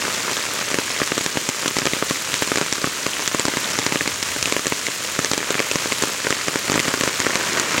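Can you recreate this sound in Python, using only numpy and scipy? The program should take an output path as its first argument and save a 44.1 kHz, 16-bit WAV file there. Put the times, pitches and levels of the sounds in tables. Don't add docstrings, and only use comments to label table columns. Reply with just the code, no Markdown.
import sys
import numpy as np
from scipy import signal
from scipy.fft import rfft, irfft
from scipy.io import wavfile
from scipy.ndimage import uniform_filter1d

SR = 44100
rng = np.random.default_rng(int(sys.argv[2]) if len(sys.argv) > 2 else 0)


def wav_record(signal):
    frames = np.transpose(np.atleast_2d(signal))
    bounded = np.clip(frames, -1, 1)
    quanta = np.round(bounded * 32767).astype(np.int16)
    wavfile.write(sys.argv[1], SR, quanta)


N = 343980
TIME_S = np.arange(N) / SR
DROP_TIME_S = np.arange(1024) / SR
SPRAY_DECAY_S = .0011


def undb(db):
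    return 10 ** (np.asarray(db) / 20)


def unit(x):
    return x / np.sqrt(np.mean(x ** 2))


def unit_blow(x):
    energy = np.sum(x ** 2, axis=-1, keepdims=True)
    return x / np.sqrt(energy / (.002 * SR))


def butter(x, hz, kind):
    return signal.sosfilt(signal.butter(2, hz, kind, fs=SR, output="sos"), x)


def colour(x, points):
    hz, db = np.transpose(points)
    bins_hz = np.arange(2049) * SR / 4096
    gain = undb(np.interp(np.log(bins_hz + 1), np.log(hz), db))
    cepstrum = irfft(np.log(gain))
    fold = 1 + np.sign(len(cepstrum) / 2 - np.arange(len(cepstrum)))
    fold[0] = 1
    impulse_response = irfft(np.exp(rfft(cepstrum * fold)))
    return signal.fftconvolve(x, impulse_response)[:N]


def walk(rate_hz):
    hold = int(SR / rate_hz)
    steps = np.repeat(rng.standard_normal(N // hold + 1), hold)
    slewed = uniform_filter1d(uniform_filter1d(steps, hold), hold)
    return 1.3 * slewed[:N]


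def mode(hz, t60_s):
    decay = np.exp(-np.log(1000) * DROP_TIME_S / t60_s)
    return np.cos(2 * np.pi * hz * DROP_TIME_S) * decay


def place(times_s, sounds):
    index = (np.asarray(times_s) * SR).astype(int)[:, None] + np.arange(sounds.shape[1])
    return np.bincount(index.ravel(), sounds.ravel(), N)[:N]


def impacts(rate_hz, spread_db, top_db):
    size_db = top_db * np.tanh(spread_db * rng.exponential(size=N) / top_db)
    return (rng.random(N) < rate_hz / SR) * undb(size_db)


def spatter(clicks, decay_s):
    keep = np.exp(-2 / (decay_s * SR))
    power = signal.lfilter([1], [1, -keep], clicks ** 2)
    return unit(np.sqrt(power + 1e-18) * rng.standard_normal(N))


# (time [s], level [dB])
SHOWER = [(0.0, -28), (0.39, -28.5), (2.37, -33.5), (2.58, -30.5), (3.08, -31), (3.78, -28.5), (4.47, -35),
          (5.02, -34), (5.49, -27.5), (6.04, -31), (6.89, -28), (6.97, -29.5), (7.39, -26), (7.8, -25.5)]


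def shower_db():
    db = np.interp(TIME_S, *np.transpose(SHOWER))
    return db - db.mean()


# (frequency [Hz], relative level [dB])
FOLIAGE = [(40, -13), (120, -2.5), (450, 1), (2500, 2), (5000, -1), (7000, 1.5), (8600, -4.5), (9800, -7),
           (10700, -11.5), (16000, -17)]


def surroundings(rate_hz=2600, spread_db=3.0, top_db=22, decay_s=0.00056, hiss_db=-2,
                 flicker_db=1, swell_db=0.18, follow=0.055, level_db=-25.5):
    flurries = undb(flicker_db * walk(20))
    patter = flurries * spatter(impacts(rate_hz, spread_db, top_db), decay_s)
    hiss = undb(hiss_db) * rng.standard_normal(N)
    gain = undb(level_db + follow * shower_db() + swell_db * walk(3.4))
    return gain * unit(colour(patter + hiss, FOLIAGE))


# (frequency [Hz], relative level [dB])
CLOTH = [(40, -31), (130, -6), (400, -1.5), (1050, -1), (2200, -2.5), (3500, -12.5), (7000, -12),
         (11000, -46)]


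def fine_drops(mean_rate_hz=340, rate_slope=1.9, spread_db=4.5, top_db=18, level_db=-29.0):
    flow = unit(undb(rate_slope * shower_db())) ** 2
    taps = spatter(impacts(mean_rate_hz * flow, spread_db, top_db), SPRAY_DECAY_S)
    return undb(level_db) * unit(colour(taps, CLOTH))


def leaf_ticks(count=600, low_hz=1300, high_hz=8000, t60_s=0.0059, spread_db=3.0, top_db=15,
               follow=1.0, level_db=-31):
    when, pitch, size, partner = rng.random((count, 4)).T[:, :, None]
    hz = low_hz + (high_hz - low_hz) * pitch
    tick = unit_blow(mode(hz, t60_s) - mode(hz / (1 + partner / 2), t60_s / 2))
    size_db = top_db * np.tanh(-spread_db * np.log(1 - size) / top_db)
    shower_level_db = follow * shower_db()[(when * N).astype(int)]
    ticks = undb(size_db + shower_level_db + level_db) * tick
    return butter(place(when[:, 0] * N / SR, ticks), high_hz, "low")


def specks(rate_hz=40, spread_db=5, top_db=20, low_hz=7000, level_db=-45):
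    puffs = spatter(impacts(rate_hz, spread_db, top_db), SPRAY_DECAY_S / 2)
    return undb(level_db) * unit(butter(puffs, low_hz, "high"))


def sway(level_db=-50, swing_db=4):
    rumble = butter(rng.standard_normal(N), [62, 125], "band")
    return undb(level_db) * unit(undb(swing_db * walk(7)) * rumble)


# (frequency [Hz], t60 [s], relative level [dB])
CANOPY = [(296, 0.0076, 12), (527, 0.0088, 1.5), (974, 0.024, -1)]
# (frequency [Hz], relative level [dB])
SPLASH = [(1000, -7.5), (3200, -2), (7300, 1), (10500, -19), (16000, -44)]


def strike(times_s, level_db, tightness, spray_share,
           panel_hz=1750, tension_oct=0.41, detune=0.24, panel_t60_s=0.0072, sustain=.6, build_s=0.00006,
           overtone_ratio=1.75, overtone_db=-4, click=1.2, contact_hz=4500, push_s=.00007,
           thump_db=2, ring_db=-2.0, splash_db=5.5, road_s=0.00694, road_db=-13):
    tight, burst_share = np.clip([tightness, spray_share], .01, .99)[:, :, None]
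    cloth_share = 1 - burst_share
    shares = [cloth_share * (1 - tight), cloth_share * tight, burst_share]
    thump, ring, splash = undb(level_db)[:, None] * np.sqrt(shares)

    shift = np.exp(rng.uniform(-.25, .25, (len(times_s), 5))).T[:, :, None]
    canopy = sum(undb(db) * mode(hz * s, t60_s * shift[3]) for (hz, t60_s, db), s in zip(CANOPY, shift))
    canopy = canopy * (1 - np.exp(-DROP_TIME_S / push_s))

    tension = 2 ** (tension_oct * (2 * tight - 1))
    ring_hz = panel_hz * tension * np.exp(detune * rng.uniform(-1.02, 1, tight.shape))
    ring_t60_s = panel_t60_s * (1 + sustain * tight ** 2)
    overtone = mode(ring_hz * overtone_ratio * shift[4], ring_t60_s / 2)
    panel = mode(ring_hz, ring_t60_s) - undb(overtone_db) * overtone
    panel = panel * (1 - np.exp(-DROP_TIME_S / build_s))

    thumps = thump * undb(thump_db) * unit_blow(canopy)
    rings = ring * undb(ring_db) * unit_blow(panel)
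    cloth = place(times_s, thumps + rings)

    noise = rng.standard_normal((len(times_s), len(DROP_TIME_S)))
    spray = noise * np.exp(-DROP_TIME_S / SPRAY_DECAY_S) + click * (DROP_TIME_S == 0)
    burst = colour(place(times_s, splash * undb(splash_db) * unit_blow(spray)), SPLASH)

    echo = np.interp(TIME_S - road_s, TIME_S, butter(cloth, 900, "low"), left=0)
    return butter(cloth, contact_hz, "low") + burst + undb(road_db) * echo


# (time [s], cloth tightness where it lands [0-1], share bursting into spray [0-1])
DRIPS = [(0.7432, 0.56, 0.2), (0.7866, 0.27, 0.1), (1.0173, 0.33, 0), (1.1198, 0.2, 0), (1.179, 0.07, 0.46),
         (1.2624, 0.78, 0.33), (1.3723, 0.27, 0.04), (1.4899, 0.34, 0.57), (1.6596, 0.46, 0.2),
         (1.6795, 0.5, 0.88), (1.7678, 0.38, 0.24), (1.7861, 0.5, 0.54), (1.8552, 0.4, 0.41),
         (1.8658, 0.45, 0.35), (1.8714, 0.5, 0), (1.9344, 0.66, 0.04), (2.0252, 0, 0), (2.1096, 0.15, 0.2),
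         (2.341, 0.7, 0.5), (2.4226, 0.22, 0.17), (2.518, 0.1, 0.07), (2.5579, 0.63, 0.2),
         (2.5734, 0.56, 0.13), (2.5833, 0.3, 0.35), (2.6133, 0.1, 0.18), (2.7262, 0.6, 0.57),
         (2.843, 0.27, 0), (3.0654, 0.35, 0.23), (3.277, 0.73, 0.7), (3.347, 0, 0.1), (3.3962, 0, 0.6),
         (3.4534, 0, 0.55), (3.483, 0.3, 0.25), (3.5708, 0.45, 0.27), (3.7884, 0.2, 0.4),
         (3.8647, 0.14, 0.4), (3.923, 0.4, 0.14), (3.9577, 0.36, 0.04), (4.0087, 0.89, 0),
         (4.0762, 0.7, 0.17), (4.2276, 0.64, 0.64), (4.4268, 1, 0.99), (4.457, 0.91, 0.16),
         (4.524, 0.44, 0.26), (4.5656, 0.35, 0.04), (4.6684, 0.43, 0.6), (4.7229, 0.36, 0),
         (4.8672, 1, 0.14), (5.1909, 0.04, 0.2), (5.2465, 0.73, 0.4), (5.3149, 0.13, 0.5),
         (5.3341, 0.43, 0.5), (5.3782, 0.26, 0.6), (5.5054, 0.04, 0.44), (5.5935, 0.84, 0),
         (5.6023, 0.16, 0.16), (5.7139, 0.83, 0.12), (5.757, 0.3, 0.2), (5.9218, 0.73, 0.1),
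         (6.0238, 0.5, 0.47), (6.0369, 0.1, 0.34), (6.269, 0.6, 0), (6.3056, 0.3, 0.34), (6.3259, 0.6, 0.1),
         (6.4829, 0.3, 0.2), (6.5577, 0.35, 0.12), (6.6982, 0, 0.35), (6.7193, 0, 0.23),
         (6.7412, 0.64, 0.1), (6.758, 0, 0.2), (6.7777, 0.2, 0), (6.7942, 0.94, 0.2), (6.8004, 0.5, 0.4),
         (6.8815, 0.43, 0.1), (6.94, 0.4, 0.14), (7.01, 0.6, 0.17), (7.0367, 0.45, 0.26),
         (7.0764, 0.28, 0.15), (7.2016, 0.74, 0.4), (7.2665, 0.15, 0.04), (7.3556, 0.5, 0.47),
         (7.5979, 0.6, 0.8), (7.7802, 0.45, 0.45)]


def heavy_drops(level_db=-8.5):
    times_s, tightness, spray_share = np.transpose(DRIPS)
    return strike(times_s, np.full(len(times_s), level_db), tightness, spray_share)


def light_drops(count=44, bunch_s=.07, top_level_db=-14.5, range_db=6, max_tightness=0.56, max_spray=0.23):
    which, lag, size, tightness, spray_share = rng.random((count, 5)).T
    drip_index = ((np.arange(count) + which) / count * len(DRIPS)).astype(int)
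    beside_s = np.array(DRIPS)[drip_index, 0]
    times_s = np.abs(beside_s + bunch_s * (2 * lag - 1))
    level_db = top_level_db - range_db * size
    return strike(times_s, level_db, max_tightness * tightness, max_spray * spray_share)


def droplets(count_per_drip=3, scatter_s=.009, spread_db=6, spray_db=9, level_db=-37):
    lag, size = rng.standard_normal((len(DRIPS) * count_per_drip, 2)).T
    times_s, _, spray_share = np.repeat(DRIPS, count_per_drip, axis=0).T
    size_db = spray_db * spray_share + spread_db * np.tanh(size)
    clicks = place(times_s + scatter_s * np.abs(lag), undb(size_db)[:, None])
    return undb(level_db) * unit(colour(spatter(clicks, SPRAY_DECAY_S), FOLIAGE))


def scene():
    around = surroundings() + fine_drops() + leaf_ticks() + specks() + sway()
    drips = heavy_drops() + light_drops() + droplets()
    return (around + drips)[None]


def limiter(x, threshold=.85, release_s=.1, strength=.5):
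    fall = TIME_S / release_s
    over = np.log(np.maximum(np.abs(x[0]) / threshold, 1) + 1e-9)
    held = np.exp(np.maximum.accumulate(np.log(over) + fall) - fall)
    return x * np.exp(-strength * held)


def record(dry, notch_hz=770, notch_q=2.3, notch_depth=0.54, bass_hz=70, top_hz=15900):
    mids = signal.lfilter(*signal.iirpeak(notch_hz, notch_q, fs=SR), dry)
    hollow = dry - notch_depth * mids
    limited = limiter(butter(hollow, bass_hz, "high"))
    rounded = 2 * np.tanh(limited / 2)
    return signal.sosfilt(signal.ellip(10, .2, 80, top_hz, fs=SR, output="sos"), rounded)


dry = scene()
out = record(dry)
wav_record(out)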